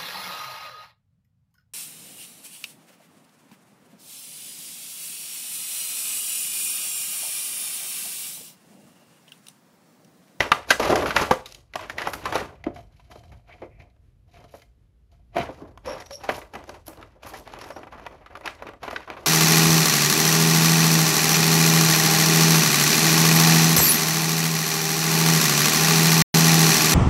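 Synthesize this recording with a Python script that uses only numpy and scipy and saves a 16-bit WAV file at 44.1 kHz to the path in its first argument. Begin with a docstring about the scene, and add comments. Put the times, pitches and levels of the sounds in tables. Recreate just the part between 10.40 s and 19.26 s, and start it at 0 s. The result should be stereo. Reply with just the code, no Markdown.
"""In a small room, a thin plastic tray is handled, then a cardboard box, then the tray again.
Walls snap and thud as short bursts of noise that ring the object and a wavering tone for the panel.
Drags are grainy noise, skin squeaks are unsteady whistles, and moving faces push low puffs of air.
The table echoes, the room answers with a short tail, and a low rumble swells under a faint hiss.
All is heard through two microphone ports, left and right."""
import sys
import numpy as np
from scipy import signal
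from scipy.fft import rfft, irfft, next_fast_len
from scipy.io import wavfile
from scipy.ndimage import uniform_filter1d

SR = 44100
rng = np.random.default_rng(int(sys.argv[2]) if len(sys.argv) > 2 else 0)


def unload_wav(signal):
    """Save mono or channel-first audio to the path in sys.argv[1] as 16-bit WAV at rate SR, clipped to [-1, 1]."""
    wavfile.write(
        sys.argv[1],
        SR,
        np.round(np.clip(np.atleast_2d(signal).T, -1, 1) * 32767).astype(np.int16),
    )


def convert_level_to_amplitude(level_db):
    """Map a level in decibels to its linear amplitude factor."""
    exponent = np.asarray(level_db, float) / 20
    return 10 ** exponent


N = 390726
M = next_fast_len(N + SR)  # padded length for filtering
HZ = np.maximum(np.fft.rfftfreq(M, 1 / SR), 1)
T = np.arange(N) / SR
SIDES = np.array([[1], [-1]])  # left, right


def along(table):
    """Reads a (frequency, value) table at every frequency, on a log pitch scale."""
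    hz, value = np.transpose(table)
    return np.interp(np.log(HZ), np.log(np.maximum(hz, 1)), value)


def through(x, response):
    """Filters a sound by a frequency response."""
    return irfft(rfft(x, M) * response, M)[..., :N]


def unit(response):
    """Scales a response so that white noise keeps its power."""
    return response / np.sqrt(np.mean(abs(response) ** 2))


def band(lo_hz, hi_hz):
    """Causal band-pass, 18 dB an octave on both sides."""
    highpass = 1j * HZ / lo_hz / (1 + 1j * HZ / lo_hz)
    lowpass = 1 / (1 + 1j * HZ / hi_hz)
    return (highpass * lowpass) ** 3


def body(modes, skirt_db):
    """Resonances of alternating sign over a plain path, set relative to the strongest one."""
    peaks = 0
    for k, (hz, width, db) in enumerate(modes):
        peak = 1j * HZ * width / (hz ** 2 - HZ ** 2 + 1j * HZ * width)
        peaks = peaks + (-1) ** k * convert_level_to_amplitude(db) * peak
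    return peaks + convert_level_to_amplitude(skirt_db + max(mode[2] for mode in modes))


# resonances of the tray and of the box: (frequency [Hz], width [Hz], relative level [dB])
TRAY_MODES = [(694, 1300, 1), (1180, 61, 14.5), (1480, 67, -11), (1990, 38, 13), (2420, 560, -5),
              (3360, 170, -10), (3830, 75, -22.5), (5640, 70, -17), (6200, 190, -21), (6360, 73, -15.5)]
BOX_MODES = [(700, 35, 7), (1740, 47, -25), (2240, 410, -3.5), (3120, 38, 8), (4000, 160, -8),
             (4900, 120, 1), (6170, 110, -36)]
# when the box is in the hands instead of the tray: (start [s], end [s])
BOX_TIME = (2.2, 5.03)


def ring(force, shape):
    """The object in the hands, tray or box, rings to a force within a range of pitch."""
    is_box = (T > BOX_TIME[0]) & (T < BOX_TIME[1])
    tray = through(force * ~is_box, unit(shape * body(TRAY_MODES, -11.5)))
    box = through(force * is_box, unit(shape * body(BOX_MODES, -14.0)))
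    return tray + box


def held(s, hold_s, db, rise_db_s, fall_db_s):
    """Gain of strokes that rise, hold and let go at steady dB per second; their powers add."""
    s, hold_s, db = (np.asarray(v)[:, None] for v in (s, hold_s, db))
    t = T[::32]
    before = np.maximum(s - t, 0)
    after = np.maximum(t - s - abs(hold_s), 0)
    shape = db - rise_db_s * before - fall_db_s * after
    return np.interp(T, t, np.sqrt((convert_level_to_amplitude(shape) ** 2).sum(axis=0)))


def crackle(per_s, spread, smear_s):
    """Noise that comes in small slips of very unequal size, evened to rms 1 over 1/8 s."""
    size_db = spread * rng.exponential(size=N)
    slips = (rng.random(N) < per_s / SR) * convert_level_to_amplitude(size_db)
    fade = np.exp(-1 / (smear_s * SR))
    grains = signal.lfilter([1], [1, -fade], slips)
    x = rng.standard_normal(N) * (grains + 0.28)
    return x / np.sqrt(uniform_filter1d(x ** 2, size=SR // 8))


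def panel(t, hz, noise):
    """One flexing panel sounds a tone whose pitch and strength waver."""
    waver = uniform_filter1d(noise, size=64) * 8
    return (1 + .5 * waver) * np.sin(2 * np.pi * hz * t + 0.83 * waver[::-1])


# walls buckle or knock (flicks() plays these too): (time [s], relative level [dB],
# panel pitch [Hz], tick level against the snap [dB], decay [dB per ms, limited to 0.2-6])
SNAPS = [(.005, 0, 1981, -30.5, 2.07), (.091, -36, 1604, -6.5, 3), (0.117, 3, 1180, -25.5, 1.7),
         (.304, -0.5, 1575, -11, 0.8), (.395, -10, 483, -18.5, 0.5), (.447, -15.5, 514, -15.5, 1.55),
         (.494, -11.5, 363, -20.5, 0), (.525, -5, 678, -28.5, 3.1), (.556, -8, 688.4, -13.5, 1.24),
         (.579, -14, 363, -15, 4.5), (.622, -17.5, 1029, -18.5, 0.75), (.658, -13, 1400, -22.5, 1.5),
         (.679, -20, 354, -24.5, 1.75), (.706, -13.5, 1523, -23.5, 1.5), (.764, -2.5, 1410, -24.5, 1.5),
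         (.813, -9, 423.4, -20, 1), (.909, -2, 508.8, -23, 0.84), (.925, -22.5, 400, -8.5, 3),
         (.938, -21, 360, -8, 3), (1.058, -30, 3736, -4, 1.2), (1.089, -45, 3810, 0, 3),
         (1.123, -36.5, 4108, 2.5, 4), (1.146, -36.5, 3770, 0.5, 1.7), (1.336, -26, 2015, -21, 2),
         (1.356, -12, 721, -15.5, 1.7), (1.409, -28, 633.4, -15.5, 1), (1.497, -20.5, 1820, -13.5, 1.3),
         (1.582, -14, 1930, -20, 1.36), (1.617, -19, 1712, -15.5, 1), (1.671, -11.5, 773, -23, 1.25),
         (1.733, -19.5, 1265, -13, 0.94), (1.855, -14.5, 1037, -16, 1.07), (1.924, -10.5, 701, -21, 1.8),
         (1.955, -6, 513, -20, 1.5), (2.24, -26, 2026, -24, 2.5), (2.265, -27.5, 778, -70, 2.8),
         (2.359, -32, 700, -20.5, 0.8), (2.389, -41.5, 697, -16.5, 1.7), (2.595, -44.5, 992, -18, 1),
         (2.713, -35.5, 705, -13.5, 1), (2.757, -37, 694, -29.5, 3.1), (2.836, -43, 700, -12.5, 2),
         (2.917, -40, 670, -18.5, .5), (3.116, -42, 744, -28, 5), (3.219, -31, 718, -61, 4.5),
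         (3.399, -43, 2240, -26, 1), (3.499, -62, 4000, -8, 1.5), (3.563, -53, 592, -24, 2),
         (3.942, -42.5, 760, -16.5, 3), (4.04, -35.5, 435, -19.5, 1), (4.138, -42, 543, -40, 0.5),
         (4.218, -40.5, 2110, -11.5, 1.3), (4.726, -58.5, 690, -11.5, 0.5), (4.945, -38.5, 1100, -16.5, 1),
         (4.966, -12, 663, -28.5, 1.7), (4.981, -19, 685, -17.5, .95), (5, -24.5, 680, -28.5, 0.8),
         (5.214, -44, 643, -36, 1.3), (5.375, -32.5, 746, -16.5, 2.5), (5.458, -31.5, 1092, -8.5, 1),
         (5.479, -27.5, 537.5, -22, .5), (5.499, -30, 526, -29.5, 0.2), (5.6, -34, 724, -8, 0.5),
         (5.622, -27.5, 1890, -30, 4), (5.66, -41, 770, -3, 1.15), (5.708, -31, 539, -8, 1.5),
         (5.834, -28, 789, -13, 0.4), (5.889, -8.5, 761, -35, 0.9), (5.919, -26, 715.6, -23, 1.5),
         (6.136, -29.5, 826, -15.5, 0.8), (6.152, -21.5, 792, -18.5, 1.4), (6.24, -34.5, 567, -10, 6.5),
         (6.292, -25.5, 617, -13, 1.35), (6.34, -35, 765, -18, 0.5), (6.476, -38, 800, -14, 0.5),
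         (6.531, -38.5, 435, -13, 1.5), (6.573, -36, 762, -11, 3.5), (6.612, -37.5, 1400, -13.5, 2),
         (6.627, -30, 1294, -26, 2.2), (6.832, -26.5, 1180, -18, 4), (6.861, -33, 806, -11, 0.5),
         (6.934, -28.5, 768, -15, 0.37), (7.075, -28.5, 848, -17, 1.9), (7.137, -21, 700, -22.5, 3.5),
         (7.188, -31.5, 762, -8, 2.5), (7.212, -30, 1034, -8, 1.1), (7.24, -34.5, 749.4, -7.5, 1),
         (7.303, -25.5, 558.5, -19.5, 0.9), (7.362, -29, 762, -27, 1), (7.389, -33, 425, -20.5, 2),
         (7.431, -28.5, 738, -60, 1.3), (7.469, -31.5, 810, -35, 1.1), (7.521, -34.5, 856.5, -23, 0.4),
         (7.575, -37, 686, -27.5, 0.5), (7.596, -31, 640, -24, 2), (7.664, -18, 948, -35, 2),
         (7.806, -45.5, 772, -39, -0.5), (7.86, -33, 1275, -24, 1), (7.901, -38.5, 727, -37, 0.4),
         (7.952, -28, 1190, -46, 1), (7.971, -27, 559, -17, 2.2), (8.009, -29, 573, -19.5, 2),
         (8.057, -19, 1187, -13.5, 1.1), (8.076, -11, 1738, -26, 3), (8.149, -46, 366, -5, 1.1),
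         (8.222, -23, 555, -28.5, 1.2), (8.267, -26, 1180, -22, 1.35), (8.289, -24.5, 438, -26.5, 2.65),
         (8.335, -29, 711, -26, 3), (8.43, -21, 717, -19, .8), (8.449, -27.5, 703, -19.5, 1.36),
         (8.479, -20.5, 1004, -26.5, 1.4), (8.509, -22, 1233, -13.5, 2.1), (8.526, -24.5, 667, -24.5, 1),
         (8.561, -14, 1513, -37, 1.86), (8.605, -28.5, 945, -21.5, 3.4), (8.676, -27, 797, -34.5, 1.5),
         (8.701, -14.5, 1023, -24, 3.6), (8.736, -31.5, 734, -23, 1.8), (8.766, -32, 1058, -40, 0.47)]


def snaps():
    """Each buckle is a short burst of force that rings the body, with a tone for the panel that gave way."""
    t = np.arange(6000) / SR
    force = np.zeros((4, N + len(t)))
    chance = rng.standard_normal((len(SNAPS), 4, len(t)))
    for (s, db, hz, tick_db, decay), (snap, thud, tick, flex) in zip(SNAPS, chance):
        i = int(s * SR)
        thud_db = -28 - 0.35 * tick_db  # the blunter the contact, the more thud
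        fall_db_s = 1000 * np.clip(decay, .2, 6)
        # a slow give also starts softly; treble dies first, bass last
        rise = 1 - np.exp(-t * fall_db_s)
        slowness = np.array([[1], [1.6], [.7], [1.1]])  # snap, thud, tick, panel
        fades = convert_level_to_amplitude(-fall_db_s * t / slowness)
        # a large low panel gives a dull snap
        dull = signal.butter(3, min(2.77 * hz, 9000), fs=SR)
        snap = signal.lfilter(*dull, snap) * np.sqrt(3500 / hz)
        blow = np.array([snap, thud, tick, panel(t, hz, flex)])
        levels = convert_level_to_amplitude(db + np.array([[0], [thud_db], [tick_db], [0]]))
        force[:, i:i + len(t)] += blow * rise * fades * levels
    force = force[:, :N]
    snap = convert_level_to_amplitude(-8.5) * ring(force[0], band(300, 9000))
    thud = ring(force[1], band(110, 930))
    tick = convert_level_to_amplitude(6.5) * ring(force[2], band(3000, 7400))
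    return snap + thud + tick + convert_level_to_amplitude(-2.5) * force[3]


def flicks():
    """The edge of every snap is a very short bright burst that does not ring the body."""
    blows = np.zeros(N)
    s, db, _, tick_db, _ = np.transpose(SNAPS)
    blows[(s * SR).astype(int)] = convert_level_to_amplitude(db + tick_db - 12)
    t = np.arange(2000) / SR
    pulse = np.exp(-t / .004) * (1 - np.exp(-t / 0.00092))
    env = np.convolve(blows, pulse)[:N]
    return through(env * rng.standard_normal(N), unit(band(6700, 18000) ** 2))


# a hollow face is bumped: (time [s], level [dB], decay [dB per ms, sign ignored], centre [Hz])
BUMPS = [(.447, -20, .9, 400), (.494, -25, 0, 400), (.525, -5, 1.1, 504), (0.68, -23.5, -0.5, 180),
         (2.265, -17.5, 0.72, 350), (2.757, -35.5, 0.9, 450), (3.219, -28, 0.5, 400), (4.139, -30, 1, 474),
         (4.966, -16.5, .5, 301), (4.998, -18.5, 0.9, 240), (5.22, -34, 0.4, 247), (6.153, -29, 3.5, 300),
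         (7.362, -32, 0.8, 395), (8.482, -24, 1.9, 400)]


def bumps():
    """A soft push on a large face: only a broad low band answers."""
    t = np.arange(8000) / SR
    out = np.zeros(N + len(t))
    noises = rng.standard_normal((len(BUMPS), len(t)))
    for (s, db, decay, hz), noise in zip(BUMPS, noises):
        i = int(s * SR)
        low_band = signal.butter(2, [hz / 1.7, hz * 1.59], "band", fs=SR)
        low = signal.lfilter(*low_band, noise) * np.sqrt(SR / 2 / hz)
        rise = 1 - np.exp(-t / .001)
        out[i:i + len(t)] += low * rise * convert_level_to_amplitude(db - 1000 * abs(decay) * t)
    return out[:N]


# a hand grips, squeezes or drags (hands() and draught() use these too): (time [s], hold [s],
# creak of the walls [dB], boom of the hollow [dB], rasp of the edges [dB])
GRIPS = [(0, 0.0088, -18.5, -31, -31.5), (0.149, 0.022, -30.5, -40, -46), (0.291, .05, -31, -39, -37),
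         (.42, 0.088, -22, -28.5, -33), (0.577, .04, -28, -32, -39.5), (0.669, 0.025, -24.5, -30.5, -33.5),
         (0.763, 0.051, -18, -28.5, -28), (.9, 0.059, -35, -47, -49.5), (1.065, 0.084, -63.5, -56, -51),
         (1.355, .1, -36, -47, -50.5), (1.498, 0.043, -58, -45.5, -53.5), (1.579, 0.097, -30.5, -39.5, -44),
         (1.722, 0.26, -42, -44.5, -50.5), (1.856, 0.11, -29, -37, -45), (1.941, 0.043, -24.5, -34, -38),
         (2.011, 0.023, -51.5, -36.5, -52), (2.254, 0.008, -62, -37, -78), (2.349, .05, -57, -51, -57.5),
         (2.526, 0.21, -66, -71, -67.5), (2.707, 0.076, -61, -49, -56.5), (2.839, 0.055, -66, -60, -66.5),
         (2.935, 0.029, -61, -61, -66.5), (3.083, 0.067, -48.5, -56, -64),
         (3.197, 0.051, -61.5, -53, -68.5), (3.396, 0.021, -63, -52, -65.5),
         (3.883, 0.041, -69, -63.5, -68), (3.942, 0.073, -53, -53, -60), (4.093, 0.1, -59.5, -60.5, -59),
         (4.723, 0.02, -69.5, -62, -68.5), (4.968, 0.043, -26.5, -25, -43.5),
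         (5.08, 0.1, -56, -48.5, -59.5), (5.208, 0.082, -70, -47, -66.5),
         (5.456, 0.11, -36.5, -40.5, -49.5), (5.706, 0.024, -56, -44.5, -48),
         (5.803, 0.033, -45.5, -52, -55), (5.891, 0.08, -33, -38, -43.5), (6.141, .04, -45, -40, -56),
         (6.274, .08, -51.5, -46.5, -56.5), (6.466, 0.19, -52.5, -46, -63), (6.708, .05, -62, -59.5, -74),
         (6.834, 0.073, -43, -43.5, -52.5), (6.959, 0.021, -60, -43.5, -47.5),
         (6.196, 0.034, -50, -58, -63), (7.068, 0.22, -42, -45.5, -56), (7.367, 0.051, -51, -43, -57),
         (7.522, 0.145, -46.5, -48, -63.5), (7.713, .04, -49.5, -47.5, -63.5), (7.906, 0.14, -54, -50, -70),
         (8.054, .03, -33, -48, -51), (8.184, .05, -49, -51, -68), (8.261, 0.029, -41.5, -41.5, -72),
         (8.429, .1, -39, -40, -53), (8.555, 0.076, -42.5, -50, -58), (8.69, 0.046, -38.5, -43, -64.5),
         (8.773, .1, -49.5, -44, -57)]
GRIP_RISE_DB_S, BOOM_FALL_DB_S = 901, 168.5  # dB per second


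def grip(db, fall_db_s):
    """Gain of one layer over all grips; the released walls go on settling faintly."""
    s, hold = np.transpose(GRIPS)[:2]
    main = held(s, hold, db, GRIP_RISE_DB_S, fall_db_s)
    settling = held(s, hold, db - 24.5, GRIP_RISE_DB_S, fall_db_s=70)
    return main + settling


# skin wipes over a smooth face, treble only: (time [s], hold [s], hiss level [dB])
WIPES = [(.28, .02, -45), (0.562, 0.11, -49.5), (.64, .03, -45), (0.757, .08, -43.5), (1.685, .01, -38.5),
         (1.733, .005, -33), (1.949, .03, -48), (4.117, 0.092, -59), (5.74, .03, -55.5), (5.92, 0.059, -44),
         (6.471, .008, -37), (6.871, 0.01992, -40.5), (6.965, .02, -48), (7.271, .03, -48),
         (8.488, .03, -52.5)]


def hands():
    """Dragging and squeezing: walls creak in grains, the hollow booms, edges rasp, skin hisses."""
    creak_db, boom_db, rasp_db = np.transpose(GRIPS)[2:]
    creak = grip(creak_db, fall_db_s=230)
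    boom = grip(boom_db, BOOM_FALL_DB_S)
    rasp = grip(rasp_db, fall_db_s=262)
    wipes = held(*np.transpose(WIPES), rise_db_s=1499.5, fall_db_s=500)
    hiss = rasp * convert_level_to_amplitude(-11.5) + wipes
    # panels of three sizes slip at their own moments, so every grain has its own colour
    panels = [(430, 790, -7.0), (800, 1800, -7.5), (1400, 2500, -10)]  # (from Hz, to Hz, dB)
    walls = 0
    for lo, hi, db in panels:
        grains = crackle(120, spread=3.7, smear_s=0.009)
        walls = walls + convert_level_to_amplitude(db) * ring(creak * grains, band(lo, hi))
    hollow = ring(boom * crackle(66, spread=2.5, smear_s=0.024), band(120, 720))
    edges = ring(rasp * crackle(300, spread=3.2, smear_s=.005), band(3000, 7000))
    skin = through(hiss * crackle(250, spread=4.0, smear_s=.002), unit(band(6000, 17000)))
    return walls + hollow + edges + skin


SLIP_RISE_DB_S = 1104  # how fast squeaks and rubs start, dB per second
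# skin slips on smooth plastic: (time [s], hold [s], pitch at that time before waver [Hz], level [dB])
SQUEAKS = [(5.469, 0.066, 5460, -42), (5.597, .015, 5550, -49), (5.663, .005, 5670, -46),
           (5.725, 0.035, 5540, -36.5), (7.218, 0.0065, 5540, -46), (7.33, 0.0073, 5500, -52),
           (7.364, 0.0071, 5700, -47.5)]


def squeaks():
    """Fast stick and slip: an unsteady, upward gliding whistle with its octave."""
    out = np.zeros(N)
    pitch_waver, level_waver = through(rng.standard_normal((2, N)), unit(band(25, 400)))
    for s, hold, hz, db in SQUEAKS:
        glide = 1480 * np.clip(T - s, -.05, .15)  # 1480 Hz per second
        pitch = (hz + glide) * (1 + 0.018 * pitch_waver)
        phase = 2 * np.pi * np.cumsum(pitch) / SR
        gain = held([s], [hold], [db], SLIP_RISE_DB_S, fall_db_s=999) * convert_level_to_amplitude(4.6 * level_waver)
        out += gain * (np.sin(phase) + convert_level_to_amplitude(-13.0) * np.sin(2 * phase))
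    return out


def rub(strokes, width_hz, fall_db_s):
    """A sliding contact sings in one loose resonance: friction noise gathered around a centre."""
    out = np.zeros(N)
    for s, hold, hz, db in strokes:
        a, b = through(rng.standard_normal((2, N)), unit(band(0.99, width_hz)))
        phase = 2 * np.pi * hz * T
        gain = held([s], [hold], [db], SLIP_RISE_DB_S, fall_db_s)
        out += gain * (a * np.sin(phase) + b * np.cos(phase))
    return out


# rubs on the card: (time [s], hold [s], centre [Hz], level [dB])
CARD_RUBS = [(3.115, .015, 2180, -51.5), (3.23, .005, 2220, -50), (3.31, .07, 2240, -64.5),
             (3.404, 0.006, 2240, -48), (3.48, 0.027, 2270, -74)]


def card_rub():
    """Sliding on card makes a wide band of friction noise."""
    return rub(CARD_RUBS, width_hz=390, fall_db_s=598)


# groans of the tray: (time [s], hold [s], centre [Hz], level [dB])
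TRAY_GROANS = [(5.476, .04, 535, -30.5), (5.716, 0.0064, 556, -37.5)]


def tray_groan():
    """Sliding on the tray makes a low, narrow band of friction noise."""
    return rub(TRAY_GROANS, width_hz=58.5, fall_db_s=300)


# air moved by broad faces being swung: (time [s], level [dB])
SWINGS = [(0, -10), (.06, -61), (.37, -52), (.43, -40), (.7, -39), (.95, -44), (1.05, -61), (1.5, -54),
          (1.96, -44.5), (2.2, -50.5), (2.3, -40.5), (2.58, -54.5), (2.75, -55), (2.95, -41), (3.03, -59),
          (3.25, -50.5), (3.43, -49), (3.53, -65), (4.03, -50), (4.32, -66), (5.3, -51.5), (5.7, -57),
          (8.86, -65)]


def draught():
    """Broad faces push air when swung or gripped: low noise, a little different at each port."""
    mid, side = through(rng.standard_normal((2, N)), unit(band(45, 130) ** 2))
    s, hold, _, boom_db, _ = np.transpose(GRIPS)
    swung = convert_level_to_amplitude(np.interp(T, *np.transpose(SWINGS)))
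    gripped = held(s, hold, boom_db - 8.5, GRIP_RISE_DB_S, BOOM_FALL_DB_S)
    return (swung + gripped) * (mid + .25 * side * SIDES)


# echo off the table, left row then right row: (delay [s], level [dB])
TABLE_ECHOES = [(.0030, -14.5), (.0034, -23)]


def with_table(near):
    """The table returns one delayed, duller copy of the sound to each port."""
    dull = 1 / (1 + 1j * HZ / 3000)
    echo = np.array([convert_level_to_amplitude(db) * np.exp(-2j * np.pi * HZ * s) * dull for s, db in TABLE_ECHOES])
    return through(near, 1 + echo)


# time the room takes to fade by 60 dB: (frequency [Hz], time [s])
ROOM_FADE = [(150, 0.14), (600, .32), (2500, 0.084), (8000, 0.38), (15000, 0.14)]


def room(x):
    """Diffuse tail of fading noise, different at each port, with its own fade in each octave."""
    t = np.arange(SR // 2) / SR
    table_hz, table_s = np.transpose(ROOM_FADE)
    tail = 0
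    for hz in 90 * 2. ** np.arange(8):
        t60 = np.interp(np.log(hz), np.log(table_hz), table_s)
        env = convert_level_to_amplitude(-60 * t / t60) * np.minimum(t / 0.018, 1)  # builds up over 18 ms
        mid, side = rng.standard_normal((2, len(t))) * env
        width = np.clip(hz / 530.0, .6, 1.) * 1.3  # low octaves are less wide
        tail = tail + rfft(mid + width * side * SIDES, M) * band(hz / 2, hz * 2)
    return through(x, unit(tail))


# colour of the background: (frequency [Hz], relative level [dB])
TONE_COLOUR = [(20, -29), (32, -12), (47, 2.5), (63, -1.5), (80, -7.5), (125, -9), (170, -20), (250, -22.5),
               (450, -29.5), (900, -42.5), (2500, -45.5), (6000, -50), (11500, -51), (15500, -60.5)]
# how alike left and right are: (frequency [Hz], likeness [0-1])
TONE_LIKENESS = [(60, 1), (300, 0.3), (700, 0.4), (3000, .5), (7000, 0.2)]


def room_tone():
    """Rumble of the building with a faint hiss: shaped noise whose level swells and sinks."""
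    mid, side, slow = rng.standard_normal((3, N))
    like = np.clip(along(TONE_LIKENESS), 0, 1)
    colour = unit(convert_level_to_amplitude(along(TONE_COLOUR)))
    shared = through(mid, colour * np.sqrt(1 + like))
    apart = through(side, colour * np.sqrt(1 - like))
    swell_db = 1.3 * through(slow, unit(band(0.41, 6)))
    return (shared + SIDES * apart) * convert_level_to_amplitude(-55 + swell_db)


# where the hands are: (time [s], left louder by [dB])
HAND_SIDE = [(0, 0.5), (.84, 1), (.91, -1), (1.18, 1.5), (1.43, -1), (2.17, -0.55), (2.29, 1.5),
             (3.18, 0.5), (4.66, 1), (5.8, 0.5), (6.86, -.5), (7.8, 0), (8.86, .5)]


def panned(x):
    """As the hands move, one side gets louder and the other softer."""
    return x * convert_level_to_amplitude(np.interp(T, *np.transpose(HAND_SIDE)) / 2 * SIDES)


# phase lead of the left port: (frequency [Hz], lead [radians])
LEFT_LEAD = [(2000, 0), (4000, .3), (5250, .3), (6800, -1.2), (8200, -3.14), (11500, -6.28), (15000, -9.5)]
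# loudness of the left port against the right: (frequency [Hz], left louder by [dB])
LEFT_LOUDER = [(60, 0.5), (110, 1.0), (200, 0.5), (380, 0.5), (700, 0), (1290, 1.0), (2380, 2.5),
               (4400, 3.5), (8120, 1), (15000, 2)]


def at_ports(x):
    """The two ports differ in phase and loudness, by amounts that depend on pitch."""
    lead = np.exp(.5j * along(LEFT_LEAD) * SIDES)
    return through(x, lead * convert_level_to_amplitude(along(LEFT_LOUDER) / 2 * SIDES))


def scene():
    """Sums the handling sounds, lets table and room answer, and adds moving air and background."""
    near = snaps() + flicks() + bumps() + hands() + squeaks() + card_rub() + tray_groan()
    direct = panned(with_table(near))
    return at_ports(direct + convert_level_to_amplitude(-10.5) * room(near) + draught() + room_tone())


def top_cut(x):
    """Nothing passes above the cut-off."""
    return signal.sosfilt(signal.butter(12, 15670, fs=SR, output="sos"), x)


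# colour of the microphones: (frequency [Hz], level [dB])
MIC_COLOUR = [(25, -12), (45, -6), (1000, -2.5), (3000, -3.5), (6000, -5.5), (8000, -6.5), (11000, -5),
              (14000, -6), (15500, -7), (16300, -29.5)]


def record(dry):
    """The microphones colour the sound, and peaks beyond full scale are cut flat."""
    coloured = through(dry, convert_level_to_amplitude(along(MIC_COLOUR)))
    mix = np.clip(coloured, -1, 1)
    return top_cut(mix)


dry = scene()
out = record(dry)
unload_wav(out)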